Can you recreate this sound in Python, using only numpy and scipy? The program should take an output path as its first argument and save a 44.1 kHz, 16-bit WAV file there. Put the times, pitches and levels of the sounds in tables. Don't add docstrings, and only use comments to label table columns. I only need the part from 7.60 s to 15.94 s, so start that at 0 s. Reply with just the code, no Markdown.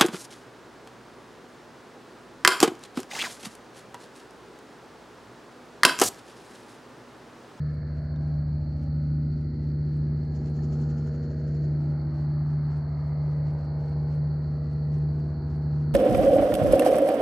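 import sys
import numpy as np
from scipy import signal
from scipy.fft import rfft, irfft
from scipy.io import wavfile
from scipy.ndimage import uniform_filter1d

SR = 44100
rng = np.random.default_rng(int(sys.argv[2]) if len(sys.argv) > 2 else 0)


def generate_wav(sig):
    pcm = np.round(np.clip(np.atleast_2d(sig).T, -1, 1) * 32767).astype(np.int16)
    wavfile.write(sys.argv[1], SR, pcm)


N = 367794
STEP = 6
T = np.arange(N) / SR
T_LOW = np.arange(N // STEP + 1) * STEP / SR


def amp(db):
    return 10 ** (np.asarray(db) / 20)


def unit(x):
    return x / np.sqrt(np.mean(abs(x) ** 2) + 1e-30)


def at_hz(points, hz):
    f, value = np.transpose(points)
    return np.interp(np.log(hz + 1), np.log(f), value)


def at_time(rows, t):
    return np.interp(t, *np.transpose(rows))


def drift(size, rate, clock):
    points = 1024
    hz = np.fft.fftfreq(points, clock[-1] / (points - 1))
    white = rng.standard_normal(points) + 1j * rng.standard_normal(points)
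    slow = np.fft.ifft(np.fft.fft(white) / (1 + (hz / rate) ** 2))
    return np.interp(np.linspace(0, points - 1, size), np.arange(points), unit(slow))


# f/Hz, side level/dB re mid
MICROPHONES_APART = [(25, -21), (70, -37), (150, -35.5), (300, -28.5), (700, -16.5), (1400, -11.5),
                     (2800, -3.5), (4400, -7), (9000, -3.5), (14000, -14.5)]


def pair(common, apart):
    side_gain = amp(at_hz(MICROPHONES_APART, np.fft.rfftfreq(N, 1 / SR)))
    side = irfft(rfft(apart) * side_gain, N)
    return np.array([common + side, common - side])


def noise(colour):
    hz = np.fft.rfftfreq(N, 1 / SR)
    shape = amp(at_hz(colour, hz)) / np.maximum(hz / colour[-1][0], 1) ** 4
    common, apart = unit(irfft(rfft(rng.standard_normal((2, N))) * shape, N))
    return pair(common, apart)


def far_line(turns, hz, steady_hz=800, flutter_hz=0.73, scatter=0.45, scatter_hz=7):
    loose = hz ** 2 / (hz ** 2 + steady_hz ** 2)
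    slow = drift(len(turns), flutter_hz, T_LOW)
    quick = drift(len(turns), scatter_hz, T_LOW)
    fading = unit(slow + scatter * quick)
    carried = unit(np.sqrt(1 - loose) + np.sqrt(loose) * fading)
    return np.sqrt(2) * (carried * np.exp(2j * np.pi * (turns + rng.random()))).real


# t/s, crankshaft turns per second
CRANK_SPEED = [(0.0, 59.37), (1.2, 59.29), (2.4, 59.1), (3.6, 59.0), (4.4, 59.01), (5.5, 59.17),
               (7.0, 59.23), (8.34, 59.25)]
BLADES_PER_TURN = 3 / 2.3808
IN_STEP_S = 4.89
# t/s, level/dB
FIRING_LEVEL = [(0, -27.5), (0.5, -33), (0.8, -29), (2.4, -27.5), (3.55, -29), (4.8, -26), (5.5, -27.5),
                (8.34, -27)]
# order, level/dB re EXHAUST_DB
EXHAUST_ORDERS = [(1, -37), (2, -22), (3, -12.5), (4, -24.5), (5, 0), (6, -23), (7, -22.5), (8, -15),
                  (9, -20), (10, -27), (11, -26), (12, -33), (13, -23.5), (14, -40.5), (15, -39),
                  (16, -23.5), (17, -39), (18, -40.5), (19, -33), (20, -34), (21, -34), (22, -34),
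                  (23, -38), (24, -43.5), (25, -49.5), (26, -47), (27, -33.5), (28, -40), (29, -38.5)]
EXHAUST_DB, FIRING_ORDER = -30.5, 5
# t/s, added level/dB
SINGING_RISE = [(3.6, 3.5), (4.45, 12.5), (5.2, 6)]
SINGING_ORDER = 11
# f/Hz, typical level/dB of each line
RASP_LINES = [(880, -74), (1080, -82.5), (1300, -76), (1550, -81), (1900, -83.5), (2150, -90), (2500, -96)]
# multiple of the blade rate, level/dB
BLADE_TONES = [(1, -36.5), (2, -39.5), (3, -51), (4, -61.5), (5, -53.5), (6, -67.5), (7, -70), (8, -65),
               (9, -65.5), (10, -71.5)]
# f/Hz, relative level/dB per Hz
ROAR_COLOUR = [(12, -23.5), (30, -13), (60, -2.5), (90, 1.5), (160, -1), (190, -5.5), (300, -9),
               (400, -8.5), (520, -16), (800, -19.5), (1050, -26.5), (1450, -28.5), (2000, -33.5),
               (2500, -48.5), (3400, -63)]
ROAR_DB = -42.5


def airboat(uneven_db=2.0, chop=.3, shimmer=0.049, waver_db=1.08, waver_hz=2.6):
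    crank_hz = at_time(CRANK_SPEED, T_LOW)
    crank = np.cumsum(crank_hz) * STEP / SR
    crank = crank - np.interp(IN_STEP_S, T_LOW, crank)
    cycle, cycle_hz = crank / 2, crank_hz.mean() / 2
    blade, blade_hz = crank * BLADES_PER_TURN, crank_hz.mean() * BLADES_PER_TURN

    firing_db = at_time(FIRING_LEVEL, T_LOW) + waver_db * drift(len(T_LOW), waver_hz, T_LOW).real
    hum = amp(firing_db) * np.cos(2 * np.pi * FIRING_ORDER * cycle)
    for k, db in BLADE_TONES[:2]:
        hum = hum + amp(db) * np.cos(2 * np.pi * round(k) * blade)
    hum = np.sqrt(2) * hum * (1 + shimmer * drift(len(hum), 5.0, T_LOW).real)

    lines = []
    singing_db = at_time(SINGING_RISE, T_LOW)
    for k, db in EXHAUST_ORDERS:
        order = round(k)
        if order != FIRING_ORDER:
            line_db = EXHAUST_DB + db + singing_db * (order == SINGING_ORDER)
            lines.append((order * cycle, k * cycle_hz, line_db))
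    for k in range(30, 84):
        line_db = at_hz(RASP_LINES, k * cycle_hz) + uneven_db * rng.standard_normal()
        lines.append((k * cycle, k * cycle_hz, line_db))
    for k, db in BLADE_TONES[2:]:
        lines.append((round(k) * blade, k * blade_hz, db))

    direct = sum(amp(db) * far_line(turns, hz) for turns, hz, db in lines)
    shore = sum(amp(db) * far_line(turns, hz) for turns, hz, db in lines)
    coarse = [hum + direct, shore]
    fine = signal.resample_poly(coarse, STEP, 1, axis=1, window=("kaiser", 11), padtype="antireflect")
    tones = pair(*fine[:, :N])

    chopping = unit(1 + chop * np.cos(2 * np.pi * np.interp(T, T_LOW, blade)))
    return tones + amp(ROAR_DB) * noise(ROAR_COLOUR) * chopping


# t/s, level/dB (only its change about the mean counts)
THUD_SWELL = [(0.15, -36), (0.96, -33), (4.9, -37.5), (8.2, -35)]
DRONE_SWELL = [(0.1, -47.5), (1.38, -38), (3.26, -38), (5.63, -46), (7.63, -41), (8.2, -41)]
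GROWL_SWELL = [(0.1, -52), (0.85, -52), (2.38, -57), (2.75, -52), (3.89, -47), (5.03, -55), (5.99, -48),
               (8.09, -54), (8.3, -54.5)]
SNARL_SWELL = [(0.1, -64), (0.62, -59.5), (1.77, -67), (3.19, -58), (3.89, -64), (4.21, -56.5), (5.4, -53),
               (6.94, -58), (8.2, -55.5)]
TREBLE_SWELL = [(0.1, -58.5), (1.55, -64.5), (3.82, -60.5), (5.07, -59.5), (8.25, -64)]
REGISTER_EDGES_HZ = [115, 185, 430, 660, 1220]
# t/s, f/Hz, level/dB
PATH_NOTCH = [(0.2, 420, -4.5), (1.399, 385, -13), (2.598, 406, -2.5), (4.0, 440, -1.5), (4.801, 460, -8.5),
              (5.7, 428, 0), (7.499, 317, -2.5)]


def air_path(x, depth=1.0, blend_octaves=0.17, notch_octaves=.24, patchy_db=2.0):
    hz, t, z = signal.stft(x, SR, nperseg=4096, noverlap=3072, boundary="odd")
    hz = hz[:, None]
    swells = []
    for curve in (THUD_SWELL, DRONE_SWELL, GROWL_SWELL, SNARL_SWELL, TREBLE_SWELL):
        db = at_time(curve, t)
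        swells.append(db - 10 * np.log10(np.mean(amp(db) ** 2)))
    thud, *overtones = swells
    fade_db = thud
    for edge_hz, level in zip(REGISTER_EDGES_HZ, [0, *overtones]):
        above = (1 + np.tanh(np.log2((hz + 1) / edge_hz) / blend_octaves)) / 2
        fade_db = (1 - above) * fade_db + above * level

    s, centre_hz, depth_db = np.transpose(PATH_NOTCH)
    octaves_off = np.log2((hz + 1) / np.interp(t, s, centre_hz))
    notch = np.interp(t, s, depth_db) * np.exp(-(octaves_off / notch_octaves) ** 2)

    patches = uniform_filter1d(rng.standard_normal(fade_db.shape), size=18, axis=0)
    patches = uniform_filter1d(patches, size=20, axis=1)
    short_waves = np.clip((hz - 400) / 1000, 0, 1)
    fade_db = depth * fade_db + notch + patchy_db * unit(patches) * short_waves
    return signal.istft(z * amp(fade_db), SR, nperseg=4096, noverlap=3072)[1][:, :N]


# f/Hz, relative level/dB per Hz
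CHORUS_COLOUR = [(3400, -38.5), (3850, -15), (4100, -6), (4280, 3), (4450, 2), (4650, -2.5), (4900, -11.5),
                 (5400, -26.5), (6500, -38.5)]
CHORUS_DB = -67


def chorus(right_db=1.25, flicker_db=-1.0):
    flicker = amp(flicker_db * drift(N, 12, T).real)
    return amp(CHORUS_DB) * noise(CHORUS_COLOUR) * flicker * amp([[-right_db], [right_db]])


# f/Hz, relative level/dB per Hz
HISS_COLOUR = [(1500, 0), (2700, 4), (3500, -1.5), (5400, 3), (6200, -3), (7000, -5), (7800, -6.5),
               (8100, -12.5), (9500, -16), (12000, -18.5), (15000, -28.5)]


def hiss(rest_db=-77.5, swell_db=-73.5, follow=0.84, lead_s=0.035, width_s=0.051, grain_db=3.0, still_db=-95):
    grain = unit(amp(grain_db * drift(N, 30, T).real))
    floor = amp(still_db) * noise([(3000, 0.0), (9000, 1.5), (15000, -6.0)])
    usual_db = np.mean(INSECT_TICKS, 0)[1]
    power = amp(rest_db) ** 2
    for s, db in INSECT_TICKS:
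        swell = np.exp(-((T - s + lead_s) / width_s) ** 2)
        power = power + amp(swell_db + follow * (db - usual_db)) ** 2 * swell
    return np.sqrt(power) * noise(HISS_COLOUR) * grain + floor


# t/s, level/dB before the common gain
INSECT_TICKS = [(0.144, -71.5), (0.423, -73.5), (0.6767, -70), (1.2346, -69.5), (1.5224, -75),
                (1.8143, -73), (2.085, -72.5), (2.3715, -70), (2.655, -75.5), (2.9018, -67),
                (3.2115, -70.5), (3.4735, -68), (4.304, -71), (4.6196, -68), (4.932, -71.5),
                (5.1801, -67.5), (5.474, -72.5), (5.7493, -71.5), (5.936, -70), (6.047, -69), (6.2961, -66),
                (6.552, -67), (7.1376, -68.5), (7.3841, -65.5), (7.6827, -73), (7.964, -71.5),
                (8.2147, -70)]


def ticks(level_db=4.5, ring_hz=8950, spread=.012, phase_radians=1.0, scatter_db=-24, scatter_s=.012):
    out, t = np.zeros((2, N)), np.arange(2400) / SR
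    age = t / .0007
    envelope = (age * np.exp(1 - age)) ** 2
    scatter = noise([(7500, -30.0), (8500, 0.0), (9300, 0.0), (10200, -25)])
    for s, db in INSECT_TICKS:
        detune, lead = rng.standard_normal(2)
        offset = phase_radians * lead * np.array([[.5], [-.5]])
        ring = np.sin(2 * np.pi * ring_hz * (1 + spread * detune) * t + offset)
        start = round(s * SR)
        at = slice(start, start + len(t))
        trail = amp(scatter_db) * scatter[:, at] * np.exp(-t / scatter_s)
        out[:, at] += amp(db + level_db) * (envelope * ring + trail)
    return out


# f/Hz, level/dB re TAP_DB, 60 dB decay t/s
TAP_MODES = [(3160, -9, .025), (3700, 0, 0.032), (4700, -10.5, .012), (5600, -4, 0.017)]
TAP_S, TAP_DB = .561, -59


def tap():
    t = np.maximum(T - TAP_S, 0)
    out = 0
    for hz, db, t60 in TAP_MODES:
        decay_db = np.minimum(60 * t / t60, 200)
        out = out + amp(TAP_DB + db - decay_db) * np.sin(2 * np.pi * hz * t)
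    return out


# t/s, level/dB before the common gain
RATTLE_STROKES = [(2.7634, -59.5), (2.8654, -61), (2.9627, -61), (3.0415, -59), (3.134, -56.5),
                  (3.218, -58), (3.3034, -58.5), (3.3904, -58.5), (3.476, -59.5), (3.554, -62),
                  (3.641, -61.5), (3.714, -62.5), (3.7974, -64.5), (3.8806, -61.5), (3.9529, -61),
                  (4.042, -62.5)]
# f/Hz, relative level/dB per Hz
RASP_COLOUR = [(2000, -7.5), (2900, -1.5), (3800, -8), (5200, 2.5), (6000, -2), (6800, 1.5), (7300, -5.5),
               (8200, -17), (9000, -24), (13000, -45.5)]
RATTLE_TRAIL_S = .05


def rattle(level_db=-7.5, width_s=.012, echo=0.61, bright_db=4.5, dull_db=-0.5, dulls_at_s=3.35,
           dulling_s=.12, grain_db=2):
    power = np.zeros(N)
    for s, db in RATTLE_STROKES:
        stroke = np.exp(-((T - s) / width_s) ** 2)
        fall_s = np.where(T > s, RATTLE_TRAIL_S, 2 * width_s)
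        trail = echo ** 2 * np.exp(-abs(T - s) / fall_s)
        power += amp(db + level_db) ** 2 * (stroke + trail)
    rasp = noise(RASP_COLOUR) * unit(amp(grain_db * drift(N, 50, T).real))
    high_pass = signal.butter(4, 7400, "high", fs=SR, output="sos")
    top = signal.sosfiltfilt(high_pass, rasp)
    top_db = np.interp(T, [dulls_at_s - dulling_s, dulls_at_s + dulling_s], [bright_db, dull_db])
    return np.sqrt(power) * (rasp + top * (amp(top_db) - 1))


DRIP_S = 2.988


def drip(hz=1780, level_db=-53, rise_s=0.0046):
    t = np.maximum(T - DRIP_S, 0)
    envelope = (t / rise_s * np.exp(1 - t / rise_s)) ** 2
    return amp(level_db) * envelope * np.sin(2 * np.pi * hz * t)


def scene():
    return air_path(airboat()) + chorus() + hiss() + ticks() + tap() + rattle() + drip()


def record(dry):
    low_pass = signal.butter(16, 15600, fs=SR, output="sos")
    ends = signal.windows.tukey(N, 300 / N)
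    return signal.sosfiltfilt(low_pass, dry * ends, axis=1)


dry = scene()
out = record(dry)
generate_wav(out)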